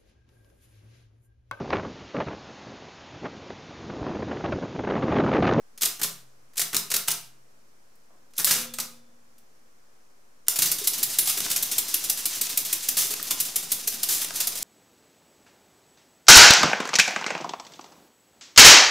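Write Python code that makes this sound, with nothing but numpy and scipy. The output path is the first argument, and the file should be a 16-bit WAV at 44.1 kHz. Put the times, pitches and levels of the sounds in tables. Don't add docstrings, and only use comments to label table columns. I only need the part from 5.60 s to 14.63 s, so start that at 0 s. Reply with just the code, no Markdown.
import sys
import numpy as np
from scipy import signal
from scipy.fft import rfft, irfft, next_fast_len
from scipy.io import wavfile

SR = 44100
rng = np.random.default_rng(int(sys.argv[2]) if len(sys.argv) > 2 else 0)


def attenuation_scalar(level_db):
    decades = np.asarray(level_db, float) / 20
    return 10 ** decades


def generate_wav(signal):
    frames = np.transpose(np.atleast_2d(signal))
    scaled = np.clip(frames, -1, 1) * 32767
    pcm = np.round(scaled).astype(np.int16)
    wavfile.write(sys.argv[1], SR, pcm)


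N = 398223
MOTOR_ON_S = 4.885
LEFT_RIGHT = np.array([[1], [-1]])


def rms_one(x):
    return x / np.sqrt(np.mean(x ** 2) + 1e-20)


def at_hz(points, hz):
    points = np.array(points)
    return np.interp(np.log(hz), np.log(points[:, 0]), points[:, 1])


def filtered(x, order, hz, kind):
    return signal.sosfilt(signal.butter(order, hz, kind, fs=SR, output="sos"), x)


def ring(clicks, hz, t60):
    radius, w = attenuation_scalar(-60 / (t60 * SR)), 2 * np.pi * hz / SR
    return signal.lfilter([0, np.sin(w)], [1, -2 * radius * np.cos(w), radius ** 2], clicks + 1e-18)


def coloured(spectrum, likeness):
    size = next_fast_len(N)
    hz = np.maximum(np.arange(size // 2 + 1) * SR / size, 1)
    mid, side = rfft(rng.standard_normal((2, size))) * attenuation_scalar(at_hz(spectrum, hz)) * (hz > 20)
    alike = np.clip(at_hz(likeness, hz), -1, 1)
    both = np.sqrt(1 + alike) * mid + np.sqrt(1 - alike) * side * LEFT_RIGHT
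    return rms_one(irfft(both, size)[:, :N])


def contacts(per_s, spread_db):
    sizes = attenuation_scalar(spread_db * np.minimum(rng.exponential(1, N), 4)) * rng.choice([-1, 1], N)
    return rms_one(sizes * (rng.random(N) < per_s / SR))


def lumps(per_s):
    steps = rng.standard_normal(N // 100 + 2)
    r = np.exp(-200 * np.pi * per_s / SR)
    slow = rms_one(signal.lfilter([1], [1, -2 * r, r * r], steps))
    return np.interp(np.arange(N) / 100, np.arange(len(steps)), slow)


# pitch_hz [Hz], level_db [dB per Hz]
AIR = [(15, -27.5), (25, -5.5), (33, -16.5), (92, -17), (206, -13), (236, -9), (270, -13), (384, -13),
       (545, -10.5), (607, -12.5), (1190, -14), (3620, -26.5), (5730, -21.5), (14000, -31), (16000, -33.5)]
# pitch_hz [Hz], likeness [-1 to 1]
AIR_LIKENESS = [(60, 0.98), (240, 0.62), (950, -0.42), (3770, 0.17), (15000, 0.26)]


def still_air():
    return attenuation_scalar(-62) * coloured(AIR, AIR_LIKENESS)


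def room(x):
    t60_s, top_t60_s = .4, .22
    t = np.arange(int(.6 * SR)) / SR
    shared, apart = rng.standard_normal((2, len(t)))
    apart = filtered(apart, 1, 400, "high")
    echoes = shared + attenuation_scalar(-6) * apart * LEFT_RIGHT
    lows = filtered(echoes, 1, 3000, "low")
    echoes = lows * attenuation_scalar(-60 * t / t60_s) + (echoes - lows) * attenuation_scalar(-60 * t / top_t60_s)
    echoes *= np.clip(t / 0.01 - .5, 0, 1)
    echoes *= np.exp(-(t / 1.4) ** 3)
    echoes /= np.sqrt(np.sum(echoes ** 2) / 2)
    return signal.fftconvolve(x[None], echoes, axes=1)[:, :N]


# pitch_hz [Hz], level_db [dB per Hz]
RUMBLE = [(15, -30), (25, -7), (35, -7), (48, -16), (64, -23), (145, -8.5), (195, -12.5), (249, -8),
          (554, -13), (694, -11), (933, -15), (1600, -21), (2080, -45), (3520, -120)]
# pitch_hz [Hz], likeness [-1 to 1]
RUMBLE_LIKENESS = [(30, .6), (70, .78), (150, .93), (300, .92), (1000, .83)]


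def motor_rumble():
    speed = np.clip((np.arange(N) / SR - MOTOR_ON_S) / 0.09, 0, 1)
    return speed * attenuation_scalar(-52.5 + 2.77 * lumps(28.0)) * coloured(RUMBLE, RUMBLE_LIKENESS)


# start_s [s], level_db [dB]
THUDS = [
    (2.504, -59),
    (2.536, -63),
    (2.62, -66),
    (3.771, -73),
    (3.829, -70),
]


def hand():
    starts = np.zeros(N)
    for start_s, level_db in THUDS:
        starts[round(start_s * SR)] = attenuation_scalar(level_db)
    puffs = signal.lfilter([1], [1, -np.exp(-1 / (.02 * SR))], starts) * rng.standard_normal(N)
    return 5 * filtered(puffs, 2, [90, 900], "band")


# pitch_hz [Hz], level_db [dB], t60_s [s]
BARS = [(238, -51, 1.5), (508, -56, 1.3), (522, -61, 1.1), (3350, -52, 0.5), (3520, -54, 1.0)]
# start_s [s], level_db [dB]
CARRIAGE = [
    (2.93, 11),
    (3.2, -17),
]


def bars():
    carriage = np.zeros(N)
    for start_s, level_db in CARRIAGE:
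        carriage[round(start_s * SR)] = attenuation_scalar(level_db)
    swell_t60_s = np.log(1000) * 0.044
    return sum(attenuation_scalar(level_db) * (ring(carriage, hz, t60) - ring(carriage, hz, swell_t60_s))
               for hz, level_db, t60 in BARS)


# pitch_hz [Hz], level_db [dB], t60_s [s]
FRAME = [(131, -65.5, 1.9), (167, -54, 0.38), (237, -52.5, 0.15), (318, -49.5, 0.068), (420.4, -46, 0.064),
         (566, -41.5, 0.018), (682, -42, 0.041), (1230, -37, 0.03)]


def frame(heavy_blows):
    return sum(attenuation_scalar(level_db - 6) * ring(heavy_blows, hz, t60) for hz, level_db, t60 in FRAME)


# start_s [s], level_db [dB], pitch_hz [Hz]
JOLTS = [(4.985, -38.5, 140), (5.213, -34, 402), (5.673, -39, 770), (5.77, -40.5, 396), (5.816, -43, 190),
         (5.958, -45, 706), (6.114, -49, 237), (7.373, -40.5, 144), (7.446, -42, 398), (7.507, -37.5, 423),
         (7.711, -46, 347), (8.036, -44, 159), (8.337, -42, 233), (8.486, -42, 787), (8.8, -48, 660)]


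def frame_jolts():
    out, t = np.zeros(N + SR), np.arange(int(.12 * SR)) / SR
    slam_jolts = [(s, level_db - 33.5, hz) for s, level_db, stop_db, hz in SLAMS]
    for start_s, level_db, hz in [*JOLTS, *slam_jolts]:
        at = round(start_s * SR)
        decay = attenuation_scalar(level_db + 2.5 - 60 * t / 0.075) * np.minimum(t / 0.0045, 1)
        out[at:at + len(t)] += decay * np.sin(2 * np.pi * hz * t)
    return out[:N]


# start_s [s], pitch_hz [Hz], level_db [dB], t60_s [s]
PINGS = [(5.592, 10450, -23, .2), (5.592, 11050, -26, .15), (5.592, 12700, -22, .16),
         (7.63, 13000, -35, .08), (3.138, 8400, -39, .2), (5.075, 5900, -33, .12), (0.56, 1490, -66, .4),
         (1.166, 4100, -27, .06), (0.436, 4300, -30, .06), (1.312, 11800, -34, .09),
         (1.312, 8700, -32, .05)]


def pings():
    out, t = np.zeros(N + SR), np.arange(int(.3 * SR)) / SR
    for start_s, hz, level_db, t60 in PINGS:
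        at = round(start_s * SR)
        out[at:at + len(t)] += attenuation_scalar(level_db - 60 * t / t60) * np.sin(2 * np.pi * hz * t)
    return out[:N]


# start_s [s], level_db [dB], dull_db [dB]
DIGIT_KEYS = [(0.1753, -30, -17.5), (0.209, -18.5, -19), (0.2184, -10, -20.5), (0.2338, -13, -15.5),
              (0.251, -12, -38), (0.2585, -24.5, -5), (0.394, -27.5, -7.5), (0.4146, -16, -12.5),
              (0.431, -8.5, -35), (0.442, -24.5, -5), (0.9328, -45.5, -13), (0.9554, -35.5, -9),
              (0.969, -20, -22.5), (0.9777, -12.5, -22.5), (0.9974, -11, -29.5), (1.014, -12, -15.5),
              (1.129, -20.5, -5.5), (1.1463, -13.5, -14.5), (1.1633, -11.5, -29), (1.3013, -18.5, -15.5),
              (1.3139, -12.5, -15.5), (1.3389, -7.5, -17.5), (1.3606, -13, -27.5), (1.4755, -18, -13),
              (1.481, -11.5, -17), (1.504, -16, -21.5), (1.5128, -14, -25)]
# start_s [s], level_db [dB], dull_db [dB], bright_db [dB]
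WORK_KEYS = [(2.353, -59, -12.5, 2), (2.7055, -57.5, -11, -4), (2.734, -42.5, -14, -11.5),
             (2.7523, -40, -26, -19), (2.764, -33, -21, -5), (2.778, -18.5, -22.5, -3),
             (2.797, -21.5, -39, -15.5), (2.8464, -12, -31, 4), (2.869, -16, -10, -14.5),
             (2.9093, -8.5, -15.5, -6), (2.924, -23.5, -33, -6), (3.1365, -22, -17, -6),
             (3.1843, -18, -6.5, -6.5), (3.199, -13, -32, -6.5), (3.7802, -46, -25, -4),
             (4.866, -35.5, -12, -13), (4.882, -14, -57, -4), (4.892, -27.5, -42, -8)]


def key_blows():
    chatter_s = 0.012
    digits = [(*row, -6, chatter_s) for row in DIGIT_KEYS]
    return digits + [(*row, chatter_s) for row in WORK_KEYS]


# start_s [s], level_db [dB], dull_db [dB], bright_db [dB]
SNAPS = [(0.2324, -6, -17.5, -.5), (0.2575, -16.5, -27.5, 4.5), (0.4148, -19, -8, -4),
         (0.4343, -10.5, -13.5, -2), (0.995, -10.5, -7.5, 2), (1.0177, -22.5, -12, 1.5),
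         (1.1455, -4, -14.5, -7), (1.1666, -5.5, -12, -1), (1.3662, -15.5, -10.5, 5.5),
         (1.4836, -5, -10.5, -8), (2.782, -9.5, -22.5, 2), (2.8452, -1.5, -22, -5.5), (2.909, -12, -5.5, 3),
         (3.1861, -15, -12, -8), (4.8832, 1, -22, 0), (2.9245, -14, -22, -3.5), (7.628, -16.5, -27, 4)]


def hard_stops():
    lag_s, dull_db, bright_db = .004, -20, -6.5
    latches = [(s + lag_s, stop_db, dull_db, bright_db)
               for s, level_db, stop_db, *rest in [*SLAMS, *CLUTCH]]
    return [(s, level_db + 1, *colour, .0014) for s, level_db, *colour in [*SNAPS, *latches]]


# start_s [s], level_db [dB], dull_db [dB], bright_db [dB], chatter_s [s]
SLIDES = [
    (2.785, -22.5, -8.5, 1.5, 0.036),
    (2.86, -15.5, -15, -6, 0.3),
    (5.035, -20, -20, -6, 0.091),
    (5.68, -21, -23, -3, 0.074),
    (7.38, -14.5, -22.5, -2.5, 0.1),
    (8.5, -16.5, -23, -1, 0.092),
]


def slide_blows():
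    return list(SLIDES)


# start_s [s], level_db [dB], stop_db [dB]
CLUTCH = [(4.9565, -14.5, -38), (4.9858, -11, -11), (5.0182, -6.5, -12), (5.056, -16.5, -26),
          (5.6547, -18, -33), (5.6713, -14.5, -12.5), (5.694, -14.5, -24), (5.8992, -15, -36),
          (5.9119, -16, -16), (5.9591, -11, -9.5), (7.3677, -8.5, -19), (7.628, -30.5, -26),
          (7.6694, -23.5, -39), (7.7053, -9, -30.5), (8.4863, -11.5, -22.5), (8.5222, -27.5, -34),
          (8.7436, -27, -35), (8.7558, -19, -29), (8.7718, -33, -26), (8.801, -11, -14)]


def clutch_blows():
    return [(s, level_db, -20, -3.5, 0.021) for s, level_db, stop_db in CLUTCH]


# start_s [s], level_db [dB]
STEPS = [
    (5.771, 0),
    (7.5047, -2),
    (8.613, -1),
]
# after_s [s], level_db [dB], dull_db [dB], bright_db [dB], chatter_s [s]
ESCAPEMENT = [
    (0, -15.5, -18, -3, 0.025),
    (0.0324, -12.5, -16, -4, .005),
    (0.092, -16.5, -7, -18.5, .004),
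]


def step_blows():
    return [(s + after_s, step_db + level_db, *colour)
            for s, step_db in STEPS for after_s, level_db, *colour in ESCAPEMENT]


# start_s [s], level_db [dB]
PINS = [(5.1823, -18.5), (5.2378, -19.5), (5.3314, -16.5), (5.3778, -17), (5.4963, -20.5), (5.525, -21.5),
        (6.1127, -13), (6.2804, -20), (6.431, -28.5), (6.4384, -18), (6.571, -18.5), (6.592, -27),
        (6.746, -26), (6.755, -26.5), (6.8917, -18), (7.0476, -16), (7.2262, -21.5), (7.8499, -19.5),
        (8.0237, -23.5), (8.1024, -27), (8.1817, -30), (8.3192, -24.5), (8.3381, -26), (8.9513, -20),
        (8.971, -23.5)]


def pin_blows():
    return [(s, level_db, -21, -4, 0.027) for s, level_db in PINS]


# start_s [s], level_db [dB], stop_db [dB], pitch_hz [Hz] of the jolted frame
SLAMS = [(5.1141, -11, -18.5, 436), (5.2707, -7.5, -12, 417), (5.428, -8.5, -15, 146),
         (5.5851, -7, -9, 334), (6.0246, -11.5, -24, 262), (6.1806, -9, -16.5, 237),
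         (6.3401, -10, -12, 328), (6.4959, -9.5, -16, 694), (6.6541, -10.5, -31, 307),
         (6.811, -11.5, -9, 239), (6.9723, -9, -21, 670), (7.1258, -9.5, -31, 318),
         (7.2848, -10.5, -12.5, 253), (7.8006, -9.5, -24, 160), (7.9573, -10.5, -27, 407),
         (8.1170, -10.5, -21, 235), (8.273, -10, -28, 403), (8.4299, -10.5, -26.5, 676),
         (8.8702, -11.5, -21.5, 695), (9.025, -14, -14, 257)]


def slam_blows():
    return [(s, level_db, -24.5, 0, 0.015) for s, level_db, stop_db, hz in SLAMS]


# start_s [s], level_db [dB]
GEARS = [(4.97, -37), (5.05, -37.5), (5.69, -32), (5.96, -32), (7.54, -35), (8.3, -36.5), (8.5, -33.5),
         (8.68, -36.5), (9.03, -34.5)]


def gear_rattle():
    t = np.arange(N) / SR
    start_s, level_db = np.transpose(GEARS)
    running = np.clip((t - MOTOR_ON_S) / 0.0113, 0, 1)
    effort_db = np.maximum(np.interp(t, start_s, level_db), -39)
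    return running * attenuation_scalar(effort_db - 2.0 + 2.87 * lumps(23))


# pitch_hz [Hz], level_db [dB per Hz]
STEEL = [(240, -39), (400, -17), (562, -19), (697, -44), (814, -5.5), (1400, -2.5), (4110, 6), (4440, 6),
         (5780, 8), (10700, 3), (14400, -1.5), (16000, 0)]


def mechanism():
    ring_cycles, chatter_level_db = 16, -12
    tail_db, loaded_tail_db = -14, -14
    rattle = gear_rattle()
    pitches = np.geomspace(450, 15500, num=40)
    loudness = attenuation_scalar(at_hz(STEEL, pitches)) * pitches
    loudness /= np.sqrt(np.sum(loudness ** 2 * ring_cycles / pitches) * SR / 83)
    dull = np.clip(np.log2(4000 / pitches) / 1.4, 0, 1)
    bright = np.clip(np.log2(pitches / 6000), 0, 1)
    blows = (slide_blows() + key_blows() + slam_blows() + pin_blows()
             + clutch_blows() + step_blows() + hard_stops())
    cracks, shaking = np.zeros((2, len(pitches), N), np.float32)
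    luck = rng.standard_normal((len(blows), len(pitches)))
    for (start_s, level_db, dull_db, bright_db, chatter_s), own in zip(blows, luck):
        at, length = round(start_s * SR), np.clip(chatter_s, .001, .15)
        t = np.arange(min(int(.2 * SR), N - at)) / SR
        colour = attenuation_scalar(level_db + dull * (dull_db + 19) + bright * (bright_db + 9.5))
        cracks[:, at] += colour * attenuation_scalar(2 * own) * .002 / (length + .001)
        burst = np.exp(-(t / length) ** 2.5)
        tail = attenuation_scalar(tail_db + loaded_tail_db * (start_s > MOTOR_ON_S)) * np.exp(-t / 0.055)
        tail *= min(length / 0.018, 1)
        fading = (burst + tail) * np.minimum(t / (0.11 * length), 1)
        shaking[:, at:at + len(t)] += (colour * attenuation_scalar(chatter_level_db + 0.66 * own))[:, None] * fading
    chatter, teeth = contacts(10000, spread_db=2.5), contacts(12000, spread_db=3.0)
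    dealt = rng.integers(0, 3, N)
    places = rng.random(len(pitches)) * (-1) ** (np.arange(len(pitches)) // 2)
    out = np.zeros((2, N))
    for k, hz in enumerate(pitches):
        struck = cracks[k] + (shaking[k] * chatter + rattle * teeth) * (dealt == k % 3)
        part = loudness[k] * ring(struck, hz, ring_cycles / hz) * (-1) ** k
        out += part * attenuation_scalar(3 * places[k] * LEFT_RIGHT)
    heavy_blows = shaking[0] * chatter + 0.3 * cracks[0]
    return out, heavy_blows


def scene():
    steel, heavy_blows = mechanism()
    steel = filtered(steel, 2, 330, "high")
    body = frame(heavy_blows) + frame_jolts() + pings() + hand()
    machine = steel + body + bars() + attenuation_scalar(-5.5) * room(steel.mean(axis=0) + body)
    thin = filtered(machine, 3, 115, "high")
    return thin + motor_rumble() + still_air()


def low_pass(x):
    return signal.sosfilt(signal.butter(12, 16480, fs=SR, output="sos"), x)


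def record(dry):
    cut = signal.sosfilt(signal.cheby2(14, 40, 15950, fs=SR, output="sos"), dry)
    mix = 1.212 * np.tanh(cut / 1.266) - .0029
    return low_pass(mix)


dry = scene()
out = record(dry)
generate_wav(out)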